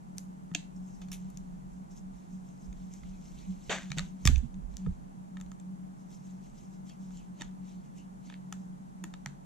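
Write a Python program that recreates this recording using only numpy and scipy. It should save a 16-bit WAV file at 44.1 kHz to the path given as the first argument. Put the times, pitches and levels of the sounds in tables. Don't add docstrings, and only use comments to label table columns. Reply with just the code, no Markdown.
import sys
import numpy as np
from scipy import signal
from scipy.fft import rfft, irfft
from scipy.io import wavfile

SR = 44100
rng = np.random.default_rng(int(sys.argv[2]) if len(sys.argv) > 2 else 0)


def digitize_waveform(pressure):
    field = np.atleast_2d(pressure).T
    bounded = np.clip(field, -1, 1)
    quanta = np.round(bounded * 32767).astype(np.int16)
    wavfile.write(sys.argv[1], SR, quanta)


N = 416744
T = np.arange(N) / SR


def undb(db):
    return 10 ** (np.asarray(db) / 20)


def unit(x):
    return x / np.sqrt(np.mean(x ** 2))


def band(x, lo_hz, hi_hz, passes=1):
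    sos = signal.butter(2, [lo_hz, hi_hz], "band", fs=SR, output="sos")
    return signal.sosfilt(np.tile(sos, (passes, 1)), x)


def panned(x, pan_db):
    return x * undb(np.array([pan_db / 2, -pan_db / 2]).reshape(2, -1))


def add(out, x, start_s):
    i = int(start_s * SR)
    out[:, i:i + x.shape[1]] += x[:, :N - i]


def around(peak_s, length_s):
    return slice(max(int((peak_s - 3 * length_s) * SR), 0), int((peak_s + 3 * length_s) * SR))


def swell(t, length_s, rise, drop_db):
    side = np.where(t < 0, -t / rise, t / (1 - rise))
    return undb(-drop_db * (side / length_s) ** 1.5)


def coloured(points):
    hz, db = np.transpose(points)
    log_hz = np.log(np.arange(N // 2 + 1) * SR / N + 1)
    spectrum = rfft(rng.standard_normal(N)) * undb(np.interp(log_hz, np.log(hz), db))
    return unit(irfft(spectrum, N))


# (pitch_hz, relative level_db)
AIR_MID = [(22, -38.5), (50, -29), (80, -33.5), (110, -33), (145, -12.5), (165, -16), (187, -8.5),
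           (210, -16.5), (235, -21), (270, -25), (500, -41), (830, -38), (1150, -45.5), (2500, -53.5),
           (4500, -58.5), (6800, -53.5), (9000, -58), (13000, -65)]
AIR_SIDE = [(25, -24), (53, -18), (114, -26), (144, -5), (180, -7.5), (325, -22), (400, -26.5), (440, -26),
            (860, -21.5), (1560, -36.5), (3500, -53), (7000, -47.5), (9500, -51), (13000, -59)]
AIR_MID_DB, AIR_SIDE_DB = -51.5, -51.5


def quiet():
    mid = undb(AIR_MID_DB) * coloured(AIR_MID)
    side = undb(AIR_SIDE_DB) * coloured(AIR_SIDE)
    return np.array([mid + side, mid - side])


# (time_s, level_db)
HUM_COURSE = [(0.0, -51.5), (1.37, -44.5), (1.42, -51), (3.1, -49), (3.42, -61.5), (3.5, -38), (3.58, -51),
              (4.03, -41), (4.08, -52), (4.26, -44), (4.45, -69), (4.58, -42.5), (4.63, -61), (4.901, -38),
              (4.95, -53.5), (5.74, -44.5), (6.21, -61), (6.24, -43), (6.66, -71), (6.68, -48), (7.82, -49),
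              (7.87, -56), (8.76, -44), (8.92, -55), (9.03, -44), (9.45, -60)]
HUM_HZ, HUM_DRIFT_HZ = 185.8, 1.96
HUM_WAVER, HUM_WAVER_HZ = 0.41, 9.2
HUM_HAZE_DB, HUM_HAZE_HZ = -15, 4.4
HUM_PHASE_RAD = 0.4


def hum():
    time_s, level_db = np.transpose(HUM_COURSE)
    waver = 1 + HUM_WAVER * unit(band(rng.standard_normal(N), 2.33, HUM_WAVER_HZ))
    hz = HUM_HZ + HUM_DRIFT_HZ * unit(band(rng.standard_normal(N), 1.5, 6))
    phase = 2 * np.pi * np.cumsum(hz) / SR + HUM_PHASE_RAD * np.array([[1], [-1]])
    tone = np.sqrt(2) * np.sin(phase) / np.cos(HUM_PHASE_RAD)
    haze = unit(band(rng.standard_normal((2, N)), HUM_HZ - HUM_HAZE_HZ, HUM_HZ + HUM_HAZE_HZ))
    return undb(np.interp(T, time_s, level_db)) * (tone * waver + undb(HUM_HAZE_DB) * haze)


# (peak_s, level_db, length_s, left_minus_right_db)
PRESSES = [(0.652, -64.5, 0.35, 2), (1.123, -61, 0.81, -17), (1.422, -54.5, 0.4, -2),
           (1.688, -57, 0.21, -14), (1.997, -65, 0.56, -22), (2.4, -64, 0.18, -4), (2.702, -47, 0.24, -5),
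           (3.05, -49, 0.26, -11), (3.405, -53, 0.69, -8), (3.998, -41.5, 0.13, -10),
           (4.306, -25, .2, -9.5), (4.63, -47, 0.62, -13.5), (4.898, -38, 0.11, -9),
           (5.45, -55, 0.17, -7.5), (6.5, -67, 0.61, -11.5), (7.147, -53, 0.18, -5), (7.447, -54, 0.12, -3),
           (8.58, -78, 0.25, 5), (9.224, -69, 0.27, -9)]
PRESS_RISE, PRESS_DROP_DB = 0.31, 18
RESTING_DB, RESTING_PAN_DB = -65, -2


def rumble():
    low = np.array([unit(band(band(rng.standard_normal(N), 24, 60), 4.2, 69)) for _ in range(2)])
    gain = panned(np.full(N, undb(RESTING_DB)), RESTING_PAN_DB)
    for peak_s, level_db, length_s, pan_db in PRESSES:
        i = around(peak_s, length_s)
        press = undb(level_db) * swell(T[i] - peak_s, length_s, PRESS_RISE, PRESS_DROP_DB)
        gain[:, i] += panned(press, pan_db)
    return gain * (low + 0.25 * low[::-1])


def grit(count, spread_db):
    grains = undb(spread_db * rng.exponential(size=count // 32 + 1))
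    return unit(rng.standard_normal(count) * np.repeat(grains, 32)[:count])


PORT_LAG_S, PORT_OWN = .000025, 0.36


def at_ports(force):
    both = force[0] + PORT_OWN * np.array([force[1], -force[1]])
    i = np.arange(force.shape[1])
    return np.array([both[0], np.interp(i - PORT_LAG_S * SR, i, both[1])])


# (low_hz, high_hz)
REGISTERS = [(550, 1400), (1400, 2080), (2080, 4800), (4800, 8100), (8100, 15000)]
REGISTER_FILTERS = [signal.butter(3, edges, "band", fs=SR, output="sos") for edges in REGISTERS]


def registers(x):
    return [signal.sosfiltfilt(sos, x) for sos in REGISTER_FILTERS]


def balance(x, levels_db, count, pans_db=np.zeros(5)):
    total = 0
    for level_db, part, pan_db in zip(levels_db, registers(x), pans_db):
        gain = np.sqrt(count / np.sum(part.mean(axis=0) ** 2))
        total = total + panned(undb(level_db) * part * gain, pan_db)
    return total


# (pitch_hz, level_db, t60_s)
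METAL = [(651, -10.5, 0.0079), (893, -7, .02), (1280, 2.5, 0.032), (1756, 3, 0.013), (2197, -2, 0.027),
         (2474, 2, 0.014), (2940, -2.5, 0.016), (3180, 0, 0.0086), (3600, 5, 0.011), (4460, -4.5, .015),
         (5400, -11.5, 0.016), (5983, -4.5, .014), (6330, -4, 0.011), (6820, -1.5, 0.0148),
         (7660, -3, .012), (9295, 0, 0.0067), (10730, 3, .008), (12400, 1.5, .006), (14400, -4.5, .005)]


def ring(force, damp):
    x, chance = 0, rng.standard_normal((len(METAL), 2))
    for (hz, db, t60), (pitch_chance, level_chance) in zip(METAL, chance):
        r = np.exp(-np.log(1000) / (t60 * damp * SR))
        w = 2 * np.pi * hz * (1 + .02 * pitch_chance) / SR
        mode = signal.lfilter([1], [1, -2 * r * np.cos(w), r * r], force)
        x = x + undb(db + 3 * level_chance) * np.sqrt(1 - r) * np.sin(w) * mode
    return x


STRIKE_DAMP = 0.69
FAVOUR_DB, RANK_DB = 9, 1.5
SCATTER_DB = 1


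def strike(push, rings_hz):
    hz, db, t60 = np.transpose(METAL)
    chance = rng.standard_normal((len(hz), 2))
    hz, db = hz * (1 + 0.019 * chance[:, 0]), db + SCATTER_DB * chance[:, 1]
    near = np.abs(np.log(hz[:, None] / rings_hz)).argmin(axis=0)
    hz[near], db[near] = rings_hz, FAVOUR_DB - RANK_DB * np.arange(len(near))
    decays = np.exp(-np.log(1000) / (t60 * STRIKE_DAMP * SR))
    shapes = np.array([signal.lfilter([1], [1, -decay], push) for decay in decays])
    shapes = shapes / shapes.max(axis=1, keepdims=True)
    tones = np.sin(2 * np.pi * (hz[:, None] * T[:len(push)] + rng.random((2, len(hz), 1))))
    return (undb(db)[:, None] * shapes * tones).sum(axis=1)


# (start_s, chassis_boom_db, plate_knock_db,
# bracket_clack_db, screw_ring_db, top_sizzle_db, rise_s, fade_t60_s)
SKIDS = [(0.166, -80, -63, -60, -56, -58, 0.014, 0.092), (1.014, -66, -83, -56.5, -62, -83, 0.0035, 0.12),
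         (1.114, -58, -56, -40.5, -40, -42.5, 0.023, 0.13),
         (3.695, -35, -32, -31.5, -36, -59.5, 0.014, 0.29), (3.962, -49, -56, -48, -46, -61, 0.02, 0.203),
         (7.385, -56, -61, -51, -53.5, -70, 0.031, 0.26), (8.288, -72, -63, -51, -69, -78.5, 0.044, 0.19)]
DRONE_DB, DRONE_T60_S = 4, 1


def skids():
    out, t = np.zeros((2, N)), T[:14000]
    for start_s, *levels_db, rise_s, t60 in SKIDS:
        force = at_ports(np.array([grit(len(t), 1.9) for _ in range(2)]))
        metal = balance(ring(force, 0.34), levels_db, count=len(t))
        drone = undb(levels_db[0] + DRONE_DB - 60 * t / DRONE_T60_S) * unit(band(force, 137, 840))
        shape = (1 - np.exp(-t / rise_s)) * undb(-60 * t / t60)
        add(out, panned((metal + drone) * shape, .5), start_s)
    return out


ROOM_T60_S = [0.25, 0.29, 0.27, 0.27, 0.29]
# (pitch_hz, level_db)
ROOM_COLOUR = [(500, 0), (2000, -2), (3000, -0.5), (4200, -3), (5400, -7.5), (6500, 0.5), (7600, -3.5),
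               (9000, 2.5), (16000, -1.5)]
ROOM_DB = -13


def room(x):
    t, noise = T[:12000], rng.standard_normal((2, 12000))
    hz, db = np.transpose(ROOM_COLOUR)
    log_hz = np.log(np.arange(6001) * SR / 12000 + 1)
    noise = irfft(rfft(noise) * undb(np.interp(log_hz, np.log(hz), db)))
    tail = sum(undb(-60 * t / t60) * part for t60, part in zip(ROOM_T60_S, registers(noise)))
    onset = np.clip((t - .004) / 0.007, 0, 1)
    tail = undb(ROOM_DB) * tail * onset / np.sqrt(8 * SR // 1000)
    return signal.fftconvolve(x[None], tail, axes=1)


# (start_s, level_db, rings_hz with the loudest first, brightness_db per register,
# focus_db on the middle register, contact_ms, left_minus_right_db before the register's own place)
TICKS = [(0.1824, -58.5, 6200, 8, 0, 0.82, 1), (0.514, -74, 1840, -7, 1, 5.5, 1),
         (0.538, -72, 2900, 0, 0, 6, -10), (0.5476, -36.5, (2700, 3230, 6460, 6950), 4.5, 5.5, 7.5, 0),
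         (1.015, -67.5, 3580, 0.5, -0.5, 11, -3), (1.084, -73, 4300, 2, 0, 5.4, 1.2),
         (1.1162, -61, 5540, 4, -1.5, 5.6, -1), (1.129, -62, 6340, 8, 7, 3.7, 1),
         (1.141, -64, 6240, 5, 7, 5.2, 6), (1.301, -86, 7240, 3, -5, 4.8, 4),
         (1.3728, -66.5, 6760, 11, 3.5, 1.6, 2), (2.727, -69, 6640, 1.5, 2, 4.2, 2),
         (3.034, -70.5, 2110, -6, 3, 2.2, -1), (3.694, -51.5, 3140, -5.5, 10, 11, -20),
         (3.9022, -61, 3650, 0, 1, 6.7, 1), (3.9165, -47, (2412, 2300, 3900), -1, 2, 5.2, 1),
         (3.9748, -53, (1500, 2000, 2800), -5, 6, 4.4, -7), (3.9836, -42, (3700, 1910, 7640, 1410, 4380),
         0.5, 2.5, 3.2, -1), (3.9931, -42, (1240, 1860, 3840, 4350), -3, 3.5, 1.3, 3),
         (4.2527, -39.5, (6026, 7340, 5290, 4680), 2, 0.5, 3.5, -2.5), (4.2619, -46.5, (9100, 5600, 2200),
         12.5, 6, 2.5, 8), (4.27, -57, (6600, 7500), 7, 0, 2.6, 3), (4.2737, -32, (3527, 1774, 2480, 1210),
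         0.5, 1, 3.6, 2), (4.3583, -51, (2530, 6000), 5, 7, 3.6, 1), (4.38, -67.5, 6260, 7, 1.5, 2.5, 1),
         (4.542, -72, 6440, 3, 6, 4.1, -2), (4.737, -78, 4100, -2.5, 3.5, 7.2, -1.5),
         (4.769, -59.5, 5690, 7, 3, 0.66, 5.5), (4.8612, -68, (1250, 430), -10.5, 3, 8.6, -3.5),
         (5.369, -61, 1800, -6, 3, 5.5, 3.5), (5.4, -71.5, 3800, 0.5, -1, 5.2, -1),
         (5.4112, -62.5, 7350, 0.5, 0, 3.2, 2), (5.462, -78, 4000, 3, 4, 2.6, -2),
         (5.5168, -67, 6800, -1, -1, 1.9, 1), (5.598, -71.5, 7550, 4, 1.5, 6, 0.5),
         (6.894, -70, 7240, 1, 1, 9.8, -3.5), (7.106, -74, 1280, -2.5, 1.5, 4.2, -2),
         (7.409, -55, (3618, 910, 7500, 1800), -1.5, 1.5, 7.2, -6), (7.418, -50, (1810, 2950, 875, 5930),
         -1, 1.5, 5.5, -1), (8.298, -62, (890, 1700, 3400), -5.5, 3.5, 5.7, -4.5),
         (8.3238, -67, (1787, 850, 2500), -6.5, 3.5, 5, -4.5), (8.34, -58, (1820, 3300, 2200),
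         -5, 11, 2.9, -1), (8.525, -53, (6980, 1310, 787, 3470, 5986), -0.1, -0.5, 2.6, -1.5),
         (9.0385, -53.5, (1800, 952, 2690, 6900), 1, -0.5, 5.5, 1), (9.138, -59.5, (3680, 850, 1720, 2573),
         -3, 1, 4.5, 0), (9.2598, -48.5, (1850, 2370, 840, 3520), -1, 0.9, 2.4, -1.5)]
TICK_COLOUR_DB = [2, -0.5, 2, 3.5, -10]
REGISTER_PAN_DB = [-3.5, -3, 0, -0.5, 5.5]
FAVOUR_REGISTER_DB = 3.5
RATTLE_DB = -8.5
CRACK_DB, CRACK_FULL_MS = -6, 2.5
WALL_S, WALL_DB = 0.011, -18
ROOM_RINGS = 0.32
LEAD_S = .004


def ticks():
    out, t, step = np.zeros((2, N)), np.maximum(T[:1700] - LEAD_S, 0), np.arange(5) - 2
    count = 8 * SR // 1000
    click = signal.unit_impulse(len(t), int(LEAD_S * SR))[None]
    for start_s, level_db, rings_hz, bright_db, focus_db, ms, pan_db in TICKS:
        rings_hz = np.atleast_1d(rings_hz) * 1.
        levels_db = level_db + np.array(TICK_COLOUR_DB) + bright_db * step - focus_db * step ** 2
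        levels_db = levels_db + [FAVOUR_REGISTER_DB * (lo <= rings_hz[0] < hi) for lo, hi in REGISTERS]
        u = t / (max(ms, .5) / 9000)
        push = u ** 2 * np.exp(-u)
        crack = rng.standard_normal((2, len(t))) * push
        rattle = undb(RATTLE_DB) * unit(ring(crack, 0.076))
        x = unit(strike(push, rings_hz)) + rattle + undb(CRACK_DB) * CRACK_FULL_MS / ms * unit(crack)
        x = balance(at_ports(x), levels_db, count, pans_db=pan_db + np.array(REGISTER_PAN_DB))
        lead_s = start_s - LEAD_S
        add(out, x, lead_s)
        add(out, undb(WALL_DB) * band(x[::-1], 500, 7500), lead_s + WALL_S)
        taken_up = ROOM_RINGS * x.mean(axis=0) + balance(click, levels_db, count)[0]
        add(out, room(taken_up), lead_s)
    return out


# (start_s, level_db before rise and fade, pitch_hz, rise_swings, t60_s,
# left_minus_right_db)
THUDS = [(0.516, -31.5, 173.3, 0.3, 0.23, 4), (0.552, -39.5, 294, 0.1, 0.12, 2),
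         (2.67, -41.5, 63.5, 0.48, 0.26, -14), (3.695, -31, 445, 0.5, 0.06, 8),
         (3.704, -33, 650, 2, 0.063, 3), (3.901, -30, 145, 0.73, 0.2, -4),
         (3.972, -27.5, 161.7, 0.2, 0.22, 0), (4.255, -10, 123, 0.18, 0.042, 0),
         (4.268, -22.5, 69.5, 0.11, 0.2, -18), (4.2811, -11.5, 50.7, 0.11, 0.045, -4),
         (4.324, -26, 64, 0.092, 0.15, -27.5), (4.286, -22, 135, 0.54, 0.14, -8),
         (4.295, -26, 244, 0.25, 0.073, -4), (4.367, -9, 55.5, 0.64, 0.076, -13.5),
         (4.421, -28.5, 230.5, 4, 0.12, -16.5), (4.44, -29.5, 134, 0.99, 0.099, -12.5),
         (4.576, -38, 151, 1.1, 0.15, -9.5), (4.862, -18, 165.4, 1.45, 0.075, -15),
         (4.867, -26, 443, 2.5, 0.024, -10), (4.887, -22, 75.4, 0.28, 0.075, -11.5),
         (7.41, -31, 268, 0.71, 0.033, 6), (9.038, -43, 320, 0.6, 0.098, 2),
         (0.551, -41.5, 700, 0.45, 0.047, -6), (9.054, -39, 193, 1.5, .1, -7),
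         (9.261, -34.5, 142.6, 0.9, 0.18, -3)]


def thuds():
    out, t = np.zeros((2, N)), T[:14000]
    for start_s, level_db, hz, rise, t60, pan_db in THUDS:
        swing = np.sin(2 * np.pi * hz * t - np.array([[.6], [0]]))
        shape = (1 - np.exp(-(t * hz / rise) ** 2)) * undb(level_db - 60 * t / t60)
        add(out, panned(swing * shape, pan_db), start_s)
    return out


PATCHY_DB, PATCHY_HZ = 2, 21.34


def wander():
    slow = band(rng.standard_normal(N // 64 + 1), 64, 64 * PATCHY_HZ)
    return np.repeat(unit(slow), 64)[:N]


def patchy(hiss, edges_hz):
    slices = zip(edges_hz, edges_hz[1:])
    return unit(sum(undb(PATCHY_DB * wander()) * band(hiss, lo, hi, passes=2) for lo, hi in slices))


# (peak_s, bright_hiss_db, lower_hiss_db against the bright, length_s)
STROKES = [(0.763, -69, -14, 0.03), (0.89, -69, -10, 0.38), (1.235, -74.5, -2, 0.53),
           (1.74, -75, -17, 0.12), (1.916, -64, -11, 0.053), (1.971, -63.5, -9, 0.054),
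           (2.175, -72, -4, 0.22), (2.333, -70.5, -12.5, 0.12), (2.484, -69.5, -6, 0.14),
           (2.627, -67.5, -11, 0.12), (2.8, -70, -3, 0.19), (2.938, -62.5, -11, 0.072),
           (3.07, -69.5, -2.5, 0.4), (3.26, -66, -8, 0.14), (3.394, -65.5, -2, 0.2),
           (3.515, -68, -7, 0.053), (3.69, -62.5, -3, 0.39), (3.88, -77, 2, 0.34), (4.055, -67, -7, 0.073),
           (4.254, -63.5, -4, 0.2), (4.44, -84, 2, .1), (4.72, -71, -7.5, .08), (4.796, -76, 3, 0.2),
           (4.928, -82, -4, 0.074), (6, -70.5, -11.5, 0.084), (6.118, -61.5, -9, 0.093),
           (6.267, -68.5, -6, 0.19), (6.446, -66.5, -5.5, 0.081), (6.582, -65.5, -5.5, 0.15),
           (6.736, -71, -7, 0.088), (6.88, -63.5, -5, 0.091), (7.027, -67.5, -7, 0.11),
           (7.155, -66, -3.5, 0.15), (7.378, -72, 0, 0.087), (7.679, -68, 0, 0.16), (7.85, -74, -7, 0.062),
           (7.974, -64.5, -5, 0.086), (8.261, -67, 0.5, 0.11), (8.598, -74, -17.5, 0.13)]
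STROKE_RISE, STROKE_DROP_DB = 0.28, 11


def rub():
    bright, lower = np.zeros(N), np.zeros(N)
    for peak_s, level_db, lower_db, length_s in STROKES:
        i = around(peak_s, length_s)
        shape = swell(T[i] - peak_s, length_s, STROKE_RISE, STROKE_DROP_DB)
        bright[i] += undb(level_db) * shape
        lower[i] += undb(level_db + lower_db) * shape
    hiss = at_ports(np.array([grit(N, 1.82) for _ in range(2)]))
    thin_top = undb(-10.5) * unit(band(hiss, 6600, 15000))
    upper_hiss = patchy(hiss, [4770, 5980, 7360, 7880]) + thin_top
    lower_hiss = patchy(hiss, [1880, 2533, 3270, 4000, 5240])
    return bright * upper_hiss + lower * lower_hiss


# (peak_s, level_db, pitch_hz, length_s)
SQUEAKS = [(3.143, -74, 2450, .06), (3.432, -71, 2300, .07), (6.896, -64, 3230, .04), (6.9, -65, 4600, .03),
           (6.913, -69, 2620, 0.044), (7.167, -69.5, 3100, .09), (7.172, -61, 7200, 0.03),
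           (7.205, -71, 2600, 0.055), (7.993, -68, 2830, 0.07)]
SQUEAK_WIDTH_HZ = 320


def squeaks():
    out, t = np.zeros((2, N)), T[:12000]
    middle_s = t.mean()
    for peak_s, level_db, hz, length_s in SQUEAKS:
        noise = at_ports(rng.standard_normal((2, len(t))))
        whistle = unit(band(noise, hz - SQUEAK_WIDTH_HZ / 2, hz + SQUEAK_WIDTH_HZ / 2))
        shape = swell(t - middle_s, length_s, STROKE_RISE, STROKE_DROP_DB)
        add(out, undb(level_db) * whistle * shape, peak_s - middle_s)
    return out


LOW_PASS_HZ = 13380


def scene():
    low_pass = signal.butter(8, LOW_PASS_HZ, fs=SR, output="sos")
    soft = signal.sosfilt(low_pass, quiet() + skids() + rub())
    return soft + hum() + rumble() + ticks() + thuds() + squeaks()


# (low_hz, high_hz, share taken away)
MIC_DIPS = [(4660, 5670, 0.22), (8160, 9100, 0.13)]
TOP_HZ = 16400


def record(dry):
    for lo, hi, share in MIC_DIPS:
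        dry = dry - share * band(dry, lo, hi)
    return signal.sosfilt(signal.ellip(10, .2, 70, TOP_HZ, fs=SR, output="sos"), dry)


dry = scene()
out = record(dry)
digitize_waveform(out)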